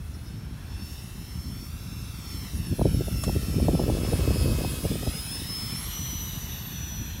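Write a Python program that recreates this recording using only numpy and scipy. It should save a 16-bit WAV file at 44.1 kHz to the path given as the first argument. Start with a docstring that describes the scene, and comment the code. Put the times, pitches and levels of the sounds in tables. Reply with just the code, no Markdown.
"""Model jet, low pass on a runway

A model aircraft with a twelve-blade ducted fan passes five metres from the camera, then opens the
throttle as it leaves. Its whine rides on the rush of the jet, flanged by the shifting tarmac echo.
Wind rumbles on the microphone and buffets it in a long gust; a scuff ticks on the camera body.
A small bird chirps far off, over distant traffic and open air."""
import sys
import numpy as np
from scipy import signal
from scipy.fft import rfft, irfft
from scipy.io import wavfile
from scipy.ndimage import uniform_filter1d, map_coordinates

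SR = 44100
rng = np.random.default_rng(int(sys.argv[2]) if len(sys.argv) > 2 else 0)


def persist_wave(psi):
    """Save psi, clipped to +-1, as 16-bit WAV."""
    counts = np.round(np.clip(psi, -1, 1) * 32767).astype(np.int16)
    wavfile.write(sys.argv[1], SR, np.atleast_2d(counts).T)


N = 317520
TIME = np.arange(N) / SR
FRAME_S = (np.arange(N // 128 + 5) * 128 / SR)[:, None]
BIN_HZ = np.fft.rfftfreq(512, 1 / SR) + 1

# Jet rush at 5 kHz, before colouring: time_s, density_db_per_hz, tilt_db_per_octave
JET_RUSH = [(0, -98, -1.5), (.3, -96.3, -2.7), (.47, -98.5, -4.5), (.77, -93.5, -3.5), (.89, -90, -0.5),
            (1.06, -92, -1.6), (1.6, -91.5, -0.5), (2.17, -90, -1.8), (2.33, -86.5, -1.2),
            (2.8, -88.5, -1.5), (3.3, -84.5, 0.2), (3.75, -85, -0.8), (4.25, -81.5, -0.4), (4.8, -82, 1),
            (5.5, -84, 0), (5.9, -81.5, .5), (6.5, -84.5, 0), (7.2, -87, -.7)]


def amp(db):
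    return 10 ** (np.asarray(db) / 20)


def unit_rms(x):
    return x / np.sqrt(np.mean(x ** 2) + 1e-20)


def follow(rows, t):
    """Every column of a curve, read at the times t."""
    s, *columns = np.transpose(rows)
    return [np.interp(t, s, c) for c in columns]


def colour(rows):
    """Every column of a spectrum, read at the bins."""
    hz, *columns = np.transpose(rows)
    return [np.interp(np.log(BIN_HZ), np.log(hz), c) for c in columns]


def add(mix, start_s, sound):
    part = mix[max(round(start_s * SR), 0):][:len(sound)]
    part += sound[:len(part)]


def wander(hz):
    """Random drift of rms 1, moving at up to about hz."""
    f = np.fft.rfftfreq(N, 1 / SR)
    return unit_rms(irfft(rfft(rng.standard_normal(N)) / (1 + (f / hz) ** 2), N))


def noise(field_db):
    """Noise whose density (dB per Hz) follows a field of frames by bins."""
    white = signal.stft(rng.standard_normal(N + 1024), nperseg=512, noverlap=384)[2]
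    shaped = white[:, :len(FRAME_S)] * amp(field_db).T
    return signal.istft(shaped, nperseg=512, noverlap=384)[1][:N] * np.sqrt(SR / 2)


def open_air():
    """Far traffic and open air: a steady bed of low noise."""
    # pitch_hz, density_db_per_hz
    spectrum = [(30, -100), (250, -75.5), (500, -87), (900, -90.5), (1500, -90), (3000, -102),
                (16000, -112)]
    return noise(np.tile(colour(spectrum)[0], (len(FRAME_S), 1)))


def blade_rate(t, cruise_hz=5059, speed_m_s=9.145, closest_s=3.945, closest_m=5.085, sound_m_s=343):
    """Blade passing rate (Hz) at the microphone: eased throttle moves, Doppler-shifted by the pass."""
    # middle_s, length_s, change_hz
    throttle = [(0.331, 0.14, 166), (1.545, 0.06, 42), (1.925, 0.28, -28), (4.764, 0.37, -38),
                (5.25, 0.1, 141), (5.728, 0.08, 100), (5.858, 0.16, 642), (6.156, 0.05, 37),
                (6.6, 1.12, -68)]
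    rate = cruise_hz + sum(hz * (1 + np.tanh(2 * (t - s) / length)) / 2 for s, length, hz in throttle)
    along_m = speed_m_s * (t - closest_s)
    receding_m_s = speed_m_s * along_m / np.hypot(along_m, closest_m)
    return rate / (1 + receding_m_s / sound_m_s)


def facing(sides, t):
    """Blends nose, flank and tail values by the side that faces the microphone."""
    # time_s, side (0 nose, 1 flank, 2 tail)
    side_in_view = [(0, 0.092), (2.8, 0), (4.5, 1.1), (5.1, 1.72), (5.6, 1.84), (7.2, 1.86)]
    aspect = np.clip(follow(side_in_view, t)[0], 0, 2)
    return sum(np.maximum(1 - abs(aspect - k), 0) * side for k, side in enumerate(sides))


def lobes(late_s=0, crest_s=4.37, period_s=.283, depth_db=5.5, abeam_s=4.28, half_length_s=.62):
    """Swells and dips (dB) as the duct's beams of tone cross the microphone in the close pass."""
    abeam = np.exp(-((TIME - abeam_s) / half_length_s) ** 4)
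    return depth_db * abeam * (np.cos(2 * np.pi * (TIME - crest_s - late_s) / period_s) - .2)


def tone(turns, level_db, flicker_db, flicker_hz):
    """One line of the fan, shimmering in the turbulent air."""
    shimmer = unit_rms(amp(flicker_db * wander(flicker_hz)))
    return np.sqrt(2) * amp(level_db) * shimmer * np.sin(2 * np.pi * (turns + rng.random()))


def fan_whine(blades=12, jitter=.000362, jitter_hz=25, blade_gain_db=.5, octave_gain_db=1.9,
              shaft_gain_db=-.75):
    """Blade tone, octave and other shaft multiples, all locked to one slightly unsteady shaft."""
    # Whine leaving the duct toward the microphone, before the gains: time_s, blade_db, octave_db
    whine = [(0, -73, -67), (.2, -70, -67), (.32, -61.5, -69), (.58, -66, -68), (.74, -55, -66),
             (.95, -52.5, -60.5), (1.5, -53, -60.5), (1.85, -54, -61), (2.4, -49, -59), (2.8, -55, -54),
             (3.2, -46.5, -48.5), (3.9, -51.5, -55), (4.4, -46.5, -50.5), (4.8, -51, -46), (4.98, -51, -58),
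             (5.2, -41.5, -43.5), (5.6, -38.5, -47.5), (5.82, -43, -42.5), (5.98, -35.5, -45.5),
             (6.37, -47.5, -51), (6.62, -42, -46.5), (6.95, -42.5, -51.5), (7.2, -53, -60)]
    # Brief dips of the blade tone: middle_s, depth_db, half_length_s
    dropouts = [(1.1, 9, .035), (1.74, 12, 0.043), (5.82, 16, 0.027), (5.89, 11, 0.025), (6.68, 7, 0.057)]
    # Unequal blades and motor, relative to the rush: shaft_order, nose_db, flank_db, tail_db
    shaft_lines = [(3, 23.5, 29.2, 19), (6, 30.5, 32.7, 25), (10, 26.5, 25, 10), (11, 0, 31.4, 21)]
    # Faint high multiples, relative to octave_db: shaft_order, nose_db, flank_db, tail_db
    high_lines = [(18, -16, -18, -32), (25, -19, -22, -22), (27, -19, -22, -27), (29, -4, -9, -24),
                  (30, -16, -17, -27), (36, -11, -6, -8)]
    shaft_turns = np.cumsum(blade_rate(TIME) * (1 + jitter * wander(jitter_hz))) / SR / blades
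    blade_db, octave_db = follow(whine, TIME)
    rush_db = follow(JET_RUSH, TIME)[0]
    dip_db = sum(db * np.exp(-((TIME - s) / length) ** 2) for s, db, length in dropouts)
    beamed_blade_db = blade_db + blade_gain_db + lobes() - dip_db
    beamed_octave_db = octave_db + octave_gain_db + .24 * lobes(late_s=.033)
    out = tone(blades * shaft_turns, beamed_blade_db, flicker_db=1.6, flicker_hz=24)
    out += tone(2 * blades * shaft_turns, beamed_octave_db, flicker_db=3, flicker_hz=13)
    for order, *sides in shaft_lines:
        line_db = rush_db + shaft_gain_db + facing(sides, TIME)
        out += tone(order * shaft_turns, line_db, flicker_db=2.5, flicker_hz=22.4)
    for order, *sides in high_lines:
        out += tone(order * shaft_turns, octave_db + facing(sides, TIME), flicker_db=3, flicker_hz=12)
    return out


def jet_rush(low_cut_hz=700, beam_hz=8800, beam_width_hz=1100, skirt_db=3.5, skirt_width_hz=350,
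             patchy_db=1.19):
    """Jet noise, coloured by the duct and by the side from which it is heard."""
    # pitch_hz, nose_db, flank_db, tail_db
    side_colours = [(970, -2, 8, 0.5), (1470, 1, 1.5, 3.5), (2050, -0.1, 0.2, 2), (3300, 3, 3.5, 5.5),
                    (4090, 2.7, -1.3, 6), (4940, -0.8, 1.5, -6.5), (5740, 2.5, -2.5, 0.5),
                    (7730, -1.5, 0, -4), (8820, 5, 4, -1), (10600, -2.5, -3.5, -4.5), (12500, 3, -0.8, 2.5),
                    (15300.0, -1.5, -6.5, -4.8)]
    # Band of hiss beamed by the exhaust as the tail swings past: time_s, gain_db
    exhaust_beam = [(4.6, -3), (5.15, 3.5), (5.6, 3), (5.85, 0.5), (6.1, 0), (6.7, -4.5)]
    # pitch_hz, width_hz, gain_db
    duct_resonances = [(3530, 120, 2), (13300, 410, -2)]
    level_db, tilt_db = follow(JET_RUSH, FRAME_S)
    field_db = facing(colour(side_colours), FRAME_S)
    field_db += level_db + tilt_db * np.log2(np.maximum(BIN_HZ, 1000) / 5000)
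    field_db -= 10 * np.log10(1 + (low_cut_hz / BIN_HZ) ** 2)
    field_db += follow(exhaust_beam, FRAME_S)[0] * np.exp(-((BIN_HZ - beam_hz) / beam_width_hz) ** 2)
    field_db += sum(db * np.exp(-((BIN_HZ - hz) / width) ** 2) for hz, width, db in duct_resonances)
    # Blades chopping turbulent inflow raise a skirt of noise just above each blade tone.
    skirt_hz = 1.042 * blade_rate(FRAME_S)
    for harmonic in (1, 2):
        field_db += skirt_db * np.exp(-((BIN_HZ / harmonic - skirt_hz) / skirt_width_hz) ** 2)
    patches = uniform_filter1d(rng.standard_normal(field_db.shape), size=20, axis=0)
    patches = uniform_filter1d(patches, size=12, axis=1)
    return noise(field_db + patchy_db * unit_rms(patches))


def off_tarmac(direct, dull_hz=9000, echo_gain=1.3, glide_s=.15, wobble_ms=.004, wobble_hz=9):
    """A duller copy off the ground makes a sweeping comb that flanges the rush and fades the whine."""
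    # Longest when the aircraft is near: time_s, lag_ms
    echo_lag = [(0.0, 1.501), (0.9, 1.075), (1.54, 0.928), (1.79, 0.813), (2.04, 0.79), (2.61, 1.06),
                (2.87, 1.279), (3.53, 1.659), (3.67, 1.622), (3.84, 1.741), (4.36, 1.857), (4.69, 1.897),
                (5.0, 1.661), (5.35, 1.115), (5.61, 0.908), (6.01, 0.957), (6.32, 1.035), (7.2, 1.208)]
    # Weak over grass: time_s, relative_strength
    echo_strength = [(0, 0.3), (.5, 0.2), (1.4, 0.5), (2.1, 0.5), (3.2, 0.48), (4.3, 0.13), (5.1, 0.38),
                     (5.8, 0.35), (7.2, 0.42)]
    lag_ms = uniform_filter1d(follow(echo_lag, TIME)[0], size=round(glide_s * SR), mode="nearest")
    lag_ms += wobble_ms * wander(wobble_hz)  # moving air blurs the upper teeth
    share = echo_gain * follow(echo_strength, TIME)[0]
    dulled = irfft(rfft(direct) / np.hypot(1, (np.fft.rfftfreq(N, 1 / SR) / dull_hz) ** 2), N)
    echo = map_coordinates(dulled, [np.arange(N) - lag_ms * SR / 1000], order=3)
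    return (direct + share * echo) / np.sqrt(1 + share ** 2)


def eddy(hz):
    """Pressure as one vortex crosses the microphone port: a dip between two swells, centred in 80 ms."""
    u = np.pi * hz * np.arange(-.04, .04, 1 / SR)
    return (2 * u ** 2 - 1) * np.exp(-u ** 2)


def wind(eddies_per_s=110, spread_db=3.5, lull_db=1.4, lull_hz=7):
    """Vortices stream over the microphone, swelling in puffs; the gust brings smaller, sharper ones."""
    # time_s, level_db, gust (0 breeze to 1 full)
    wind_curve = [(0, -37, 0), (2.1, -37, 0.075), (2.5, -36, 0.17), (2.85, -32, 0.63), (3.2, -31, 0.33),
                  (3.45, -26.5, 0.74), (3.6, -22.5, 0.74), (3.85, -23, 1), (4.05, -26.5, 0.99),
                  (4.4, -21, 0.83), (4.55, -25.5, .95), (4.7, -29.5, 0.7), (5.05, -33.5, 0.78),
                  (5.3, -37, 0.69), (5.7, -36, 0.45), (6.25, -34.5, 0.51), (6.5, -36, 0.48),
                  (7.2, -34.5, .05)]
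    # pitch_hz, breeze_db, gust_db
    eddy_sizes = [(57.2, 1.5, 0), (82.5, -2.5, -2.5), (125, -2.5, -0.5), (184.3, -8.5, -2.5),
                  (302, -27.5, -4), (400, -43, -10.5)]
    # middle_s, peak_db, half_length_s
    puffs = [(1.369, -29.5, .02), (1.482, -31, 0.017), (1.755, -31, .015), (1.97, -35, 0.013),
             (2.338, -30, 0.015), (2.548, -28, 0.013), (2.589, -28, 0.018), (2.723, -19.5, 0.011),
             (2.858, -23.5, 0.05), (2.952, -23, 0.041), (3.14, -19.5, 0.017), (3.284, -21, 0.022),
             (3.364, -22.5, 0.017), (3.675, -23, 0.013), (4.914, -21.5, 0.0073), (5.077, -19.5, 0.0054),
             (6.01, -32.5, 0.022), (7.004, -25.5, 0.0084)]
    level_db, gust = follow(wind_curve, TIME)
    rumble = np.zeros(N)
    for hz, breeze_db, gust_db in eddy_sizes:
        pressures = rng.choice([-1, 1], N) * amp(spread_db * np.minimum(rng.exponential(1, N), 4))
        arrivals = rng.random(N) < eddies_per_s / SR
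        stream = unit_rms(signal.oaconvolve(pressures * arrivals, eddy(hz), "same"))
        rumble += stream * amp(breeze_db + gust * (gust_db - breeze_db))
    window = np.hanning(7000)
    local_power = signal.oaconvolve(rumble ** 2, window / window.sum(), "same")
    puff_power = sum(amp(db) ** 2 * np.exp(-((TIME - s) / length) ** 2) for s, db, length in puffs)
    strength = np.sqrt(amp(level_db + lull_db * wander(lull_hz)) ** 2 + puff_power)
    return rumble / np.sqrt(abs(local_power) + 1e-9) * strength


def bird(length_s=.055, rasp_hz=260):
    """A small bird far off: short chirps with a rasp of fast pitch flutter."""
    # middle_s, level_db, pitch_hz
    chirps = [(.15, -50.5, 5430), (.275, -50.5, 5300), (.99, -50, 5250)]
    out = np.zeros(N)
    swell = np.hanning(int(length_s * SR))
    for s, db, hz in chirps:
        pitch_hz = hz + rasp_hz * wander(hz=310)[:len(swell)]
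        add(out, s - length_s / 2, amp(db) * swell * np.sin(2 * np.pi * np.cumsum(pitch_hz) / SR))
    return out


def buffets(lead_db=-1.5, wake_db=-4, wake_ratio=.33, wake_s=.00457, shreds_db=-8.5, scatter_s=.00502,
            shreds=4):
    """A tight vortex hits the microphone, a slower one in its wake and a flurry of small ones around."""
    # middle_s, base_level_db, pitch_hz
    hits = [(2.795, -14, 467), (2.817, -11, 540), (2.856, -7.5, 394), (2.871, -22, 380), (2.946, -20, 305),
            (3.009, -17.5, 347), (3.083, -19, 388), (3.282, -18.5, 407), (3.296, -12, 420),
            (3.363, -16.5, 320), (3.602, -20.5, 473), (3.685, -8.5, 495), (3.733, -22, 360),
            (3.752, -18, 465), (3.796, -14, 520), (3.839, -20.5, 480), (3.882, -10.5, 356),
            (3.9, -13.5, 490), (4.05, -21.5, 420), (4.134, -13.5, 444), (4.278, -14, 370),
            (4.307, -17, 420), (4.61, -22, 436), (4.649, -18, 563), (4.853, -13.5, 390), (4.921, -21, 380),
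            (4.956, -21.5, 400), (5.033, -20, 373), (5.075, -18, 456)]
    out = np.zeros(N)
    for s, db, hz in hits:
        vortex = eddy(hz)
        start_s = s - len(vortex) / SR / 2
        add(out, start_s, amp(db + lead_db) * vortex)
        add(out, start_s + wake_s, -amp(db + wake_db) * eddy(hz * wake_ratio))
        for late, size, tightness in rng.standard_normal((shreds, 3)):
            shred = np.tanh(2 * size) * eddy(hz * .86 * np.exp(.13 * tightness))
            add(out, start_s + scatter_s * late, amp(db + shreds_db) * shred)
    return out


def camera_tick(start_s=3.236, gain_db=-26.5, attack_s=.0011, scuff_db=-3.5, scuff_t60_s=.093,
                scuff_hz=11000):
    """A brief scuff rings the camera body, right at the microphone."""
    # pitch_hz, level_db, t60_s
    body_modes = [(635, 0.5, 0.029), (1135, -1, 0.033), (1390, -9, .03), (1720, -21, .03),
                  (3300, -17, 0.021), (6720, -4, 0.031), (7900, -5, .03), (8950, -6.5, .03),
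                  (10400, -16, .03)]
    out, t = np.zeros(N), np.arange(SR // 10) / SR
    ring = sum(amp(db - 60 * t / t60) * np.sin(2 * np.pi * hz * t) for hz, db, t60 in body_modes)
    grit = signal.lfilter(*signal.butter(2, scuff_hz, fs=SR), rng.standard_normal(len(t)))
    scuff = amp(scuff_db - 60 * t / scuff_t60_s) * grit
    add(out, start_s, amp(gain_db) * (ring + scuff) * (1 - np.exp(-t / attack_s)))
    return out


def scene():
    """From the runway, in mono: the aircraft and its ground echo, wind, and the field's small sounds."""
    air = open_air()
    aircraft = off_tarmac(fan_whine() + jet_rush())
    return (air + aircraft + wind() + buffets() + bird() + camera_tick())[None]


def record(dry, bass_hz=43, edge_hz=15800):
    """The camera microphone's bass roll-off, then the band limit."""
    thinned = signal.sosfilt(signal.butter(4, bass_hz, "high", fs=SR, output="sos"), dry)
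    band_limit = signal.firwin(511, edge_hz, window=("kaiser", 9), fs=SR)
    return signal.oaconvolve(thinned, band_limit[None], "same")


dry = scene()
out = record(dry)
persist_wave(out)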